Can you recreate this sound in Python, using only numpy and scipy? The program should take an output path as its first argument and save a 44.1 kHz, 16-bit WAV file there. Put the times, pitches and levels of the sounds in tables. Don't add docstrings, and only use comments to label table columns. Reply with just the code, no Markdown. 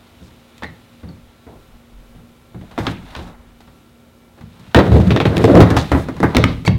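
import sys
import numpy as np
from scipy import signal
from scipy.fft import rfft, irfft, next_fast_len
from scipy.io import wavfile
from scipy.ndimage import map_coordinates

SR = 44100
rng = np.random.default_rng(int(sys.argv[2]) if len(sys.argv) > 2 else 0)


def waveform_to_disk(signal):
    frames = np.transpose(np.atleast_2d(signal))
    scaled = np.clip(frames, -1, 1) * 32767
    samples = np.round(scaled).astype(np.int16)
    wavfile.write(sys.argv[1], SR, samples)


N = 298998

# [f/Hz, level/dB]
AIR_SPECTRUM = [(24, -35), (40, -2.5), (106, 0), (185, -6), (237, -5.5), (329, -8), (1210, -19),
                (1340, -20.5), (2000, -26), (2910, -30), (14800, -33.5), (16000, -32)]
# [f/Hz, level/dB]
HUM_TONES = [(236.9, -54), (532.9, -65), (1120, -77), (1357, -68), (1475, -75), (2299, -74), (2945, -74.5)]
# [t/s, level/dB, length/s]
WIND_PUFFS = [(1.257, -37, .07), (1.62, -45, .14), (1.74, -39, 0.089), (1.965, -40, .12), (2.15, -47, 0.28),
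              (3.098, -40, 0.8), (6.0, -36, 0.31)]
# [f/Hz, level/dB]
DEEP_SPECTRUM = [(10, 9.5), (25, -19), (42, 17), (70, 3.5), (200, -62)]
# [f/Hz, T60/s]
YARD_DECAY = [(150, 0.83), (1000, 0.38), (4000, 0.39), (10000, 0.21)]

# [f/Hz, level/dB, T60/s]
PANEL_MODES = [(61, -22, 0.96), (76.5, 0.5, 0.29), (113.3, 0.5, 0.25), (151.5, -4, 0.14),
               (176.1, -0.5, 0.13), (211.2, -6, 0.063)]
SHEET_MODES = [(263.2, 0, 0.062), (330.7, 2, 0.04), (422, 1.5, 0.039), (520, 0, 0.021), (646, -0.5, 0.037),
               (748, -5.5, 0.027)]
DECK_MODES = [(886, -1.5, 0.063), (1224, 7.5, 0.036), (1430, 0, 0.014), (1960, -2.5, 0.11),
              (2230, -8, 0.079)]
# [f/Hz, level/dB]
CLACK_SPECTRUM = [(400, -2.5), (800, 3.5), (1300, -1), (2000, -5.5), (3000, -28.5), (6000, -41)]
BITE_SPECTRUM = [(1500, -7), (2500, 0), (4500, -11.5), (6000, -18), (10000, -37)]
TOP_SPECTRUM = [(3500, 0), (6000, 0.5), (9000, -5.5), (16000, -16)]
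GRIT_SPECTRUM = [(1500, 0.5), (2500, 4), (4500, -4.5), (6000, -9), (10000, -14.5), (16000, -22)]

# [t/s, boom level/dB, drumming level/dB, clatter level/dB, grit level/dB]
WHEEL_LEVELS = [(4.752, -11, -3.5, -50, -54), (4.796, -6.5, -7, -48, -52), (4.838, -20, -15.5, -23, -38),
                (4.896, -12, -17, -30.5, -36.5), (4.99, -1, -15.5, -32, -36),
                (5.044, -19, -20.5, -31, -37.5), (5.07, -5, -27, -32, -36.5),
                (5.226, -33, -16.5, -46, -44.5), (5.36, -12.5, -21.5, -26, -35),
                (5.45, -15, -13, -30, -33.5), (5.626, -0.5, -2.5, -21, -28), (5.67, -17, -18.5, -19.5, -39),
                (5.77, -15.5, -17, -24.5, -41), (5.9, -44, -42, -39, -46)]
# [t/s, clatter level/dB, hiss level/dB]
CLATTER_AND_HISS_LEVELS = [(0.0, -56, -54.5), (0.6, -61, -54), (1.07, -56.5, -56), (1.4, -59.5, -57.5),
                           (2.5, -60.5, -59), (2.75, -49, -54), (2.86, -30, -44), (3.0, -49, -52.5),
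                           (3.13, -38.5, -45.5), (3.33, -47.5, -61.5), (3.65, -64, -58), (4.3, -63, -62),
                           (4.7, -49, -51), (5.9, -40, -39), (5.95, -21.5, -40.5), (6.12, -45.5, -48.5),
                           (6.3, -32.5, -42), (6.42, -26.5, -53), (6.52, -33.5, -42), (6.64, -61, -52),
                           (6.78, -61, -57)]
# [start t/s, middle of the fade-out t/s, level/dB,
# centre f/Hz, width/octaves]
DRAGS = [(0.22, 0.292, -59, 4550, 0.86), (1.468, 1.567, -45, 470, 0.99), (3.17, 3.33, -42.5, 460, 1.5),
         (3.103, 3.1, -44, 3600, 0.25), (3.166, 3.305, -55.5, 3000, 1.45), (5.359, 5.3, -34, 3900, 1.9),
         (5.42, 5.4, -36.5, 4500, .9), (2.781, 2.93, -46, 1790, 2), (2.875, 2.98, -45.5, 2000, 0.55),
         (5.926, 6.046, -48, 5060, 1.4), (5.76, 5.824, -32, 3400, 1.03), (5.805, 5.8, -34, 2700, 0.44),
         (6.384, 6.435, -37, 3460, 0.32), (6.463, 6.527, -42, 3600, 0.51), (6.655, 6.673, -31, 4900, 0.86)]
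# [t/s, f/Hz, level/dB, length/s, octave level/dB over the tone]
SOLE_SQUEAKS = [(0.633, 1810, -25, 0.0051, -20), (0.645, 1950, -17.5, 0.0049, -20),
                (0.666, 2080, -39, 0.032, -10), (0.692, 1990, -39.5, 0.022, -19),
                (0.737, 2010, -63, 0.061, -16), (1.092, 4440, -52, 0.013, -30),
                (1.11, 4400, -56, .012, -30), (1.13, 4400, -60, .012, -30), (6.67, 2186, -14, 0.0072, -5),
                (6.735, 2230, -41, 0.026, -19), (6.762, 2300, -54, 0.024, -22)]

# [t/s, crack level/dB in low, middle and high treble, knock level/dB, boom level/dB,
# rattle level/dB over the crack]
FOOTFALLS = [(0.2108, -62, -65, -64, -33, -25.5, -1), (0.622, -34, -44, -58, -31, -24, 0),
             (0.6335, -37.5, -42, -47.5, -21.5, -31, 1), (1.032, -50, -64, -68, -27, -23, 5),
             (1.085, -58, -68, -70, -30, -23, 8), (1.466, -54, -72, -72, -25.5, -29, 8),
             (2.1496, -72, -71, -72, -35.5, -31, -5), (2.5454, -42.5, -64, -70, -24.5, -19.5, -0.5),
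             (2.6124, -49, -56, -66, -28, -25, 0), (3.19, -44, -48, -66, -23.5, -20, 5),
             (3.605, -51, -58, -55, -43, -41, 2), (3.674, -52.5, -63, -70, -37, -36, 5.5),
             (4.376, -56, -67, -77, -36, -48, 9.5), (4.4089, -47, -57, -60, -35, -23.5, 1.5),
             (4.5954, -56, -70, -55.5, -39, -33.5, 2), (6.0855, -27, -48, -46, -7, -16, -0.5),
             (6.2291, -14, -47, -37, -2.5, -0.5, 0), (6.2359, -20, -39, -47, 1, -17, 0.5),
             (6.4395, -9.5, -11.5, -25.5, 1, 4.5, -20), (6.6502, -33, -40, -40, -18.5, -21, 2.5),
             (6.6769, -15.5, -16.5, -28, -3.5, 6, -16)]
BOARD_STRIKES = [(0.58, -69, -47, -47, -52, -55, -10), (2.7122, -48, -55, -56, -36, -39, 3),
                 (2.778, -21, -36.5, -48, -11.5, -24, 1), (2.7868, -33, -40, -41, -7, -10, -3),
                 (2.8673, -15, -21, -49, -9, -11.5, -6.5), (2.985, -50, -58, -66, -36, -28.5, 0),
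                 (3.0639, -58, -50, -63, -46, -36, -11), (3.1508, -26.5, -28, -60, -41, -44, -12),
                 (3.1624, -43, -43, -48, -26, -22, 2), (4.6663, -53, -54, -67, -49, -35, -12),
                 (4.746, -3.5, -14, -29, -1, -0.5, -9.5), (4.7603, -21.5, -31, -40, 7, 1, 10),
                 (4.788, -14.5, -26.5, -49, -16, -2, 2), (5.552, -13, -21, -28.5, 2, 2, -14),
                 (5.6031, -14, -24.5, -28, 11, 4, 6), (5.6237, -23, -31, -47, -9, 2, 0),
                 (5.7031, -21, -34.5, -33, -2, -2.5, 1), (5.7661, -19, -29.5, -31, -11, -4.5, 6),
                 (5.917, -13, -30, -32.5, -1, -1.5, -2.5), (5.948, -22, -42, -44, 2, -3, -7),
                 (6.1657, -33.5, -57, -48, -24, -20, -5), (6.2024, -27.5, -41, -40, -4, -16, -6),
                 (6.348, -14.5, -21.5, -34, -8, -10, -26), (6.355, -27, -25, -46, 1, -22, -10),
                 (6.367, -8, -11.5, -16.5, 0, 0.5, -17), (6.383, -26, -32, -57, -1.5, -2.5, -19)]
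SEAM_CROSSINGS = [(4.918, -29.5, -41, -50, -5, 2, 3), (4.9996, -28.5, -40, -45, -28, -1.5, 0),
                  (5.1056, -18.5, -24.5, -53, -1, -2.5, -1), (5.162, -16, -21, -54, 0, -12, -8),
                  (5.2016, -15, -21.5, -48, -0.5, -5.5, -4.5), (5.254, -16.5, -24.5, -41, 1.5, -0.5, -4),
                  (5.3681, -17, -20.5, -30, -1.5, 0.5, -25), (5.4409, -11, -19, -27, 7.5, -2, -16),
                  (5.4767, -32, -47, -56, 1.5, -2.5, 7)]
OTHER_WHEEL_S, OTHER_WHEEL_DB = 0.011, (-17, -7, -2, -7.5, -12.5, -8)
# [knock f/Hz, shudder level/dB over the blow, softness/times the attack]
STEP_KIND, STRIKE_KIND, SEAM_KIND = (300, -15.5, 1.57), (279, -14.5, 1.17), (435, -36, 1.19)
# [t/s, f/Hz]
PLACE_PITCH = [(0.2, 83), (1.1, 84.5), (2.6, 120), (2.8, 140), (3.2, 79.5), (4.75, 118), (5.0, 75),
               (5.3, 180), (5.6, 116), (5.9, 84), (6.2, 173), (6.37, 91), (6.44, 200), (6.68, 150)]
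# [level/dB, swell/s before softness, T60/s]
AFTER_SHUDDER = [(-1, 0.01, 0.41), (-5.5, 0.0084, 0.24), (-15, .03, 0.5)]

SHUDDER_GROWS = 0.77
SOFT_DAMPS_DB_PER_S = 450
AIR_DB = -50
BAND_LIMIT_HZ = 16000


def amp(db):
    return 10 ** (np.asarray(db) / 20)


def unit(x):
    return x / np.sqrt(np.mean(x ** 2) + 1e-20)


def along(points, hz):
    f, v = np.transpose(points)
    return np.interp(np.log(hz + 1), np.log(f + 1), v)


def curves(rows):
    s, *columns = np.transpose(rows)
    s = np.r_[s[0] - 0.004, s, s[-1] + 0.02]
    t = np.arange(N) / SR
    return [amp(np.interp(t, s, np.r_[-100, column, -100])) for column in columns]


def wobble(rate):
    knots = rng.standard_normal(int(N * rate / SR) + 4)
    return map_coordinates(knots, [np.arange(N) * rate / SR])


def filtered(x, response):
    m = next_fast_len(N + SR // 2)
    return irfft(rfft(x, m) * response(np.fft.rfftfreq(m, 1 / SR)), m)[:N]


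def noise(spectrum):
    return unit(filtered(rng.standard_normal(N), lambda hz: amp(along(spectrum, hz))))


def resonant(modes, low_hz, top_hz):
    def body(f):
        peaks = 0
        for k, (centre, db, t60) in enumerate(modes):
            damping = 1j * f * 2.2 / t60
            peaks = peaks + (-1) ** k * amp(db) * damping / (centre ** 2 - f * f + damping)
        drive = (1j * f / (low_hz + 1j * f) / (1 + 1j * f / top_hz)) ** 2
        return peaks * drive
    return unit(filtered(rng.standard_normal(N), body))


def ring(modes, t, spot_hz, attack, spread, focus_db):
    hz, db, t60 = np.transpose(modes)[:, :, None]
    level_draw, pitch_draw, phase_draw = rng.standard_normal((3, len(modes), 1))
    level = db - focus_db * np.abs(np.log2(hz / spot_hz)) + 2.4 * level_draw
    phase = 2 * np.pi * (hz * (1 + spread * pitch_draw) * t + 0.08 * phase_draw)
    x = np.sum(amp(level - 60 * t / t60) * np.sin(phase), axis=0)
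    x = x * (1 - np.exp(-t / attack))
    return x / np.max(np.abs(x))


def background():
    t = np.arange(N) / SR
    air = amp(AIR_DB) * amp(0.9 * wobble(4.3)) * noise(AIR_SPECTRUM)
    hum = np.zeros(N)
    for hz, db in HUM_TONES:
        level = amp(db + 3.5 + 1.8 * wobble(9))
        hum += level * np.sin(2 * np.pi * (hz * t + 0.016 * wobble(3.2)))
    gusts = sum(amp(db) * np.exp(-(2 * (t - s) / length) ** 2) for s, db, length in WIND_PUFFS)
    return air + hum + amp(-3.5) * gusts * noise(DEEP_SPECTRUM)


def yard(x):
    out, step = np.zeros(N + SR), SR // 3
    delay = 400
    for start in range(0, N, step):
        hz, t, z = signal.stft(rng.standard_normal(SR // 2), SR, nperseg=256)
        decay = amp(-60 * t / along(YARD_DECAY, hz)[:, None])
        tail = signal.istft(z * decay, SR, nperseg=256)[1]
        wet = signal.fftconvolve(x[start:start + step], tail / np.linalg.norm(tail))
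        out[start + delay:][:len(wet)] += wet
    return out[:N]


def scrapes():
    out, t = np.zeros(N + SR), np.arange(SR // 4) / SR
    f = np.fft.rfftfreq(len(t), 1 / SR)
    grain = amp(2.5 * wobble(500) + 1.5 * wobble(60))
    for start, end, db, hz, octaves in DRAGS:
        fade_in, fade_out = t / 0.011, (end - start - t) / 0.04 + 0.5
        stroke = np.clip(np.minimum(fade_in, fade_out), 0, 1)
        band = 1 / (1 + (np.log2((f + 1) / hz) / octaves) ** 4)
        hiss = irfft(rfft(rng.standard_normal(len(t))) * band, len(t))
        out[round(start * SR):][:len(t)] += amp(db) * stroke * unit(hiss)
    return out[:N] * unit(grain)


def squeaks():
    t, out = np.arange(N) / SR, np.zeros(N)
    waver = np.cumsum(0.04 * wobble(700)) / SR
    grip = amp(5 * wobble(500))
    for s, hz, db, length, octave_db in SOLE_SQUEAKS:
        at = slice(round((s - 2 * length) * SR), round((s + 2 * length) * SR))
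        u = t[at] - s
        phase = 2 * np.pi * hz * (u - 0.023 * u ** 2 / length + waver[at])
        tone = np.sin(phase) + amp(octave_db) * np.sin(2 * phase)
        out[at] += amp(db) * np.exp(-(2 * u / length) ** 2) * tone
    return unit(grip) * out


def all_blows():
    late = np.add(SEAM_CROSSINGS, [OTHER_WHEEL_S, *OTHER_WHEEL_DB])
    kinds = ((FOOTFALLS, STEP_KIND), (BOARD_STRIKES, STRIKE_KIND),
             (SEAM_CROSSINGS, SEAM_KIND), (late, SEAM_KIND))
    place_s, place_hz = np.transpose(PLACE_PITCH)
    return np.array([[*row, *kind, np.interp(row[0], place_s, place_hz)]
                     for rows, kind in kinds for row in rows])


def shudder():
    s, _, _, _, knock_db, boom_db, _, _, after_db, soft, _ = all_blows().T
    sample = np.round(s * SR).astype(int)
    t, power = np.arange(SR) / SR, np.zeros((3, N))
    strengths = boom_db, knock_db, boom_db
    for layer, (strength_db, (db, swell, t60)) in enumerate(zip(strengths, AFTER_SHUDDER)):
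        blow_power = amp(SHUDDER_GROWS * strength_db + after_db + db) ** 2
        for softness in np.unique(soft):
            blows_at = np.bincount(sample, (soft == softness) * blow_power, N)
            shape = (1 - np.exp(-t / (swell * softness))) * amp(-60 * t / t60)
            power[layer] += signal.fftconvolve(blows_at, (shape / shape.max()) ** 2)[:N]
    return np.sqrt(np.abs(power))


def ramp():
    boom, drumming, clatter, grit = curves(WHEEL_LEVELS)
    boom_after, drumming_after, thud = shudder()
    clatter_about, hiss_level = curves(CLATTER_AND_HISS_LEVELS)
    bumps = unit(amp(3.2 * wobble(30)))
    rustle = unit(amp(2.2 * wobble(45)))
    panels = resonant(PANEL_MODES, low_hz=46.7, top_hz=285)
    sheet = resonant(SHEET_MODES, low_hz=187, top_hz=420)
    low = np.hypot(boom, boom_after) * amp(2.5 * wobble(14)) * panels
    low = low + np.hypot(drumming, drumming_after) * bumps * sheet
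    low = low + thud * noise(DEEP_SPECTRUM)
    wheel_grit = unit(amp(2.5 * wobble(40) + 2.1 * wobble(250)) * noise(GRIT_SPECTRUM))
    background_grit = unit(amp(1.3 * wobble(250)) * noise(GRIT_SPECTRUM))
    high = np.hypot(clatter * bumps, clatter_about * rustle) * noise(CLACK_SPECTRUM)
    high = high + grit * wheel_grit + hiss_level * background_grit
    return amp(-3) * (low + high)


def blows():
    t = np.arange(SR // 5) / SR
    hard, wood = np.zeros((3, N + SR)), np.zeros(N + SR)
    crack = 1.5 * np.exp(-(t / 0.003) ** 2) * (1 - np.exp(-t / 0.0003))
    rattle_t60 = np.array([[0.1], [0.085], [0.06]])
    rattle = 1.67 * amp(-60 * t / rattle_t60) * (1 - np.exp(-t / 0.0048))
    for row in all_blows():
        s, low_db, middle_db, high_db, knock_db, boom_db, rattle_db, knock_hz, _, soft, boom_hz = row
        at = slice(round(s * SR), round(s * SR) + len(t))
        hard[:, at] += amp([[low_db], [middle_db], [high_db]]) * (crack + amp(rattle_db) * rattle)
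        deck = ring(DECK_MODES, t, 2400, attack=0.0025, spread=0.089, focus_db=-1.0)
        knock = ring(SHEET_MODES, t, knock_hz, attack=0.0023 * soft, spread=0.037, focus_db=10.0)
        boom = ring(PANEL_MODES, t, boom_hz, attack=0.0048 * soft, spread=0.03, focus_db=15)
        soft_damping_db = SOFT_DAMPS_DB_PER_S * (soft - 1) * t
        wood[at] += amp(low_db - 4.0) * deck
        wood[at] += amp(knock_db - 6.0) * knock
        wood[at] += amp(boom_db - 4.0 - soft_damping_db) * boom
    chatter = amp(0.51 * wobble(400))
    bands = [noise(CLACK_SPECTRUM), noise(BITE_SPECTRUM), noise(TOP_SPECTRUM)]
    return chatter * np.sum(hard[:, :N] * bands, axis=0) + wood[:N]


def microphone_port(near):
    def response(f):
        damping = 1j * f * 700
        lift = 1 + amp(1.0) * damping / (3750 ** 2 - f * f + damping)
        bass_cut = (1j * f / (35 + 1j * f)) ** 2
        return lift * bass_cut
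    return filtered(near, response)


def scene():
    sharp = blows() + squeaks()
    near = sharp + amp(-13.5) * yard(sharp) + scrapes() + ramp()
    return (microphone_port(near) + background())[None]


def record(dry):
    clipped = dry[0] / (1 + np.abs(dry[0] / 0.99) ** 30) ** (1 / 30)
    return filtered(clipped, lambda hz: hz < BAND_LIMIT_HZ)[None]


dry = scene()
out = record(dry)
waveform_to_disk(out)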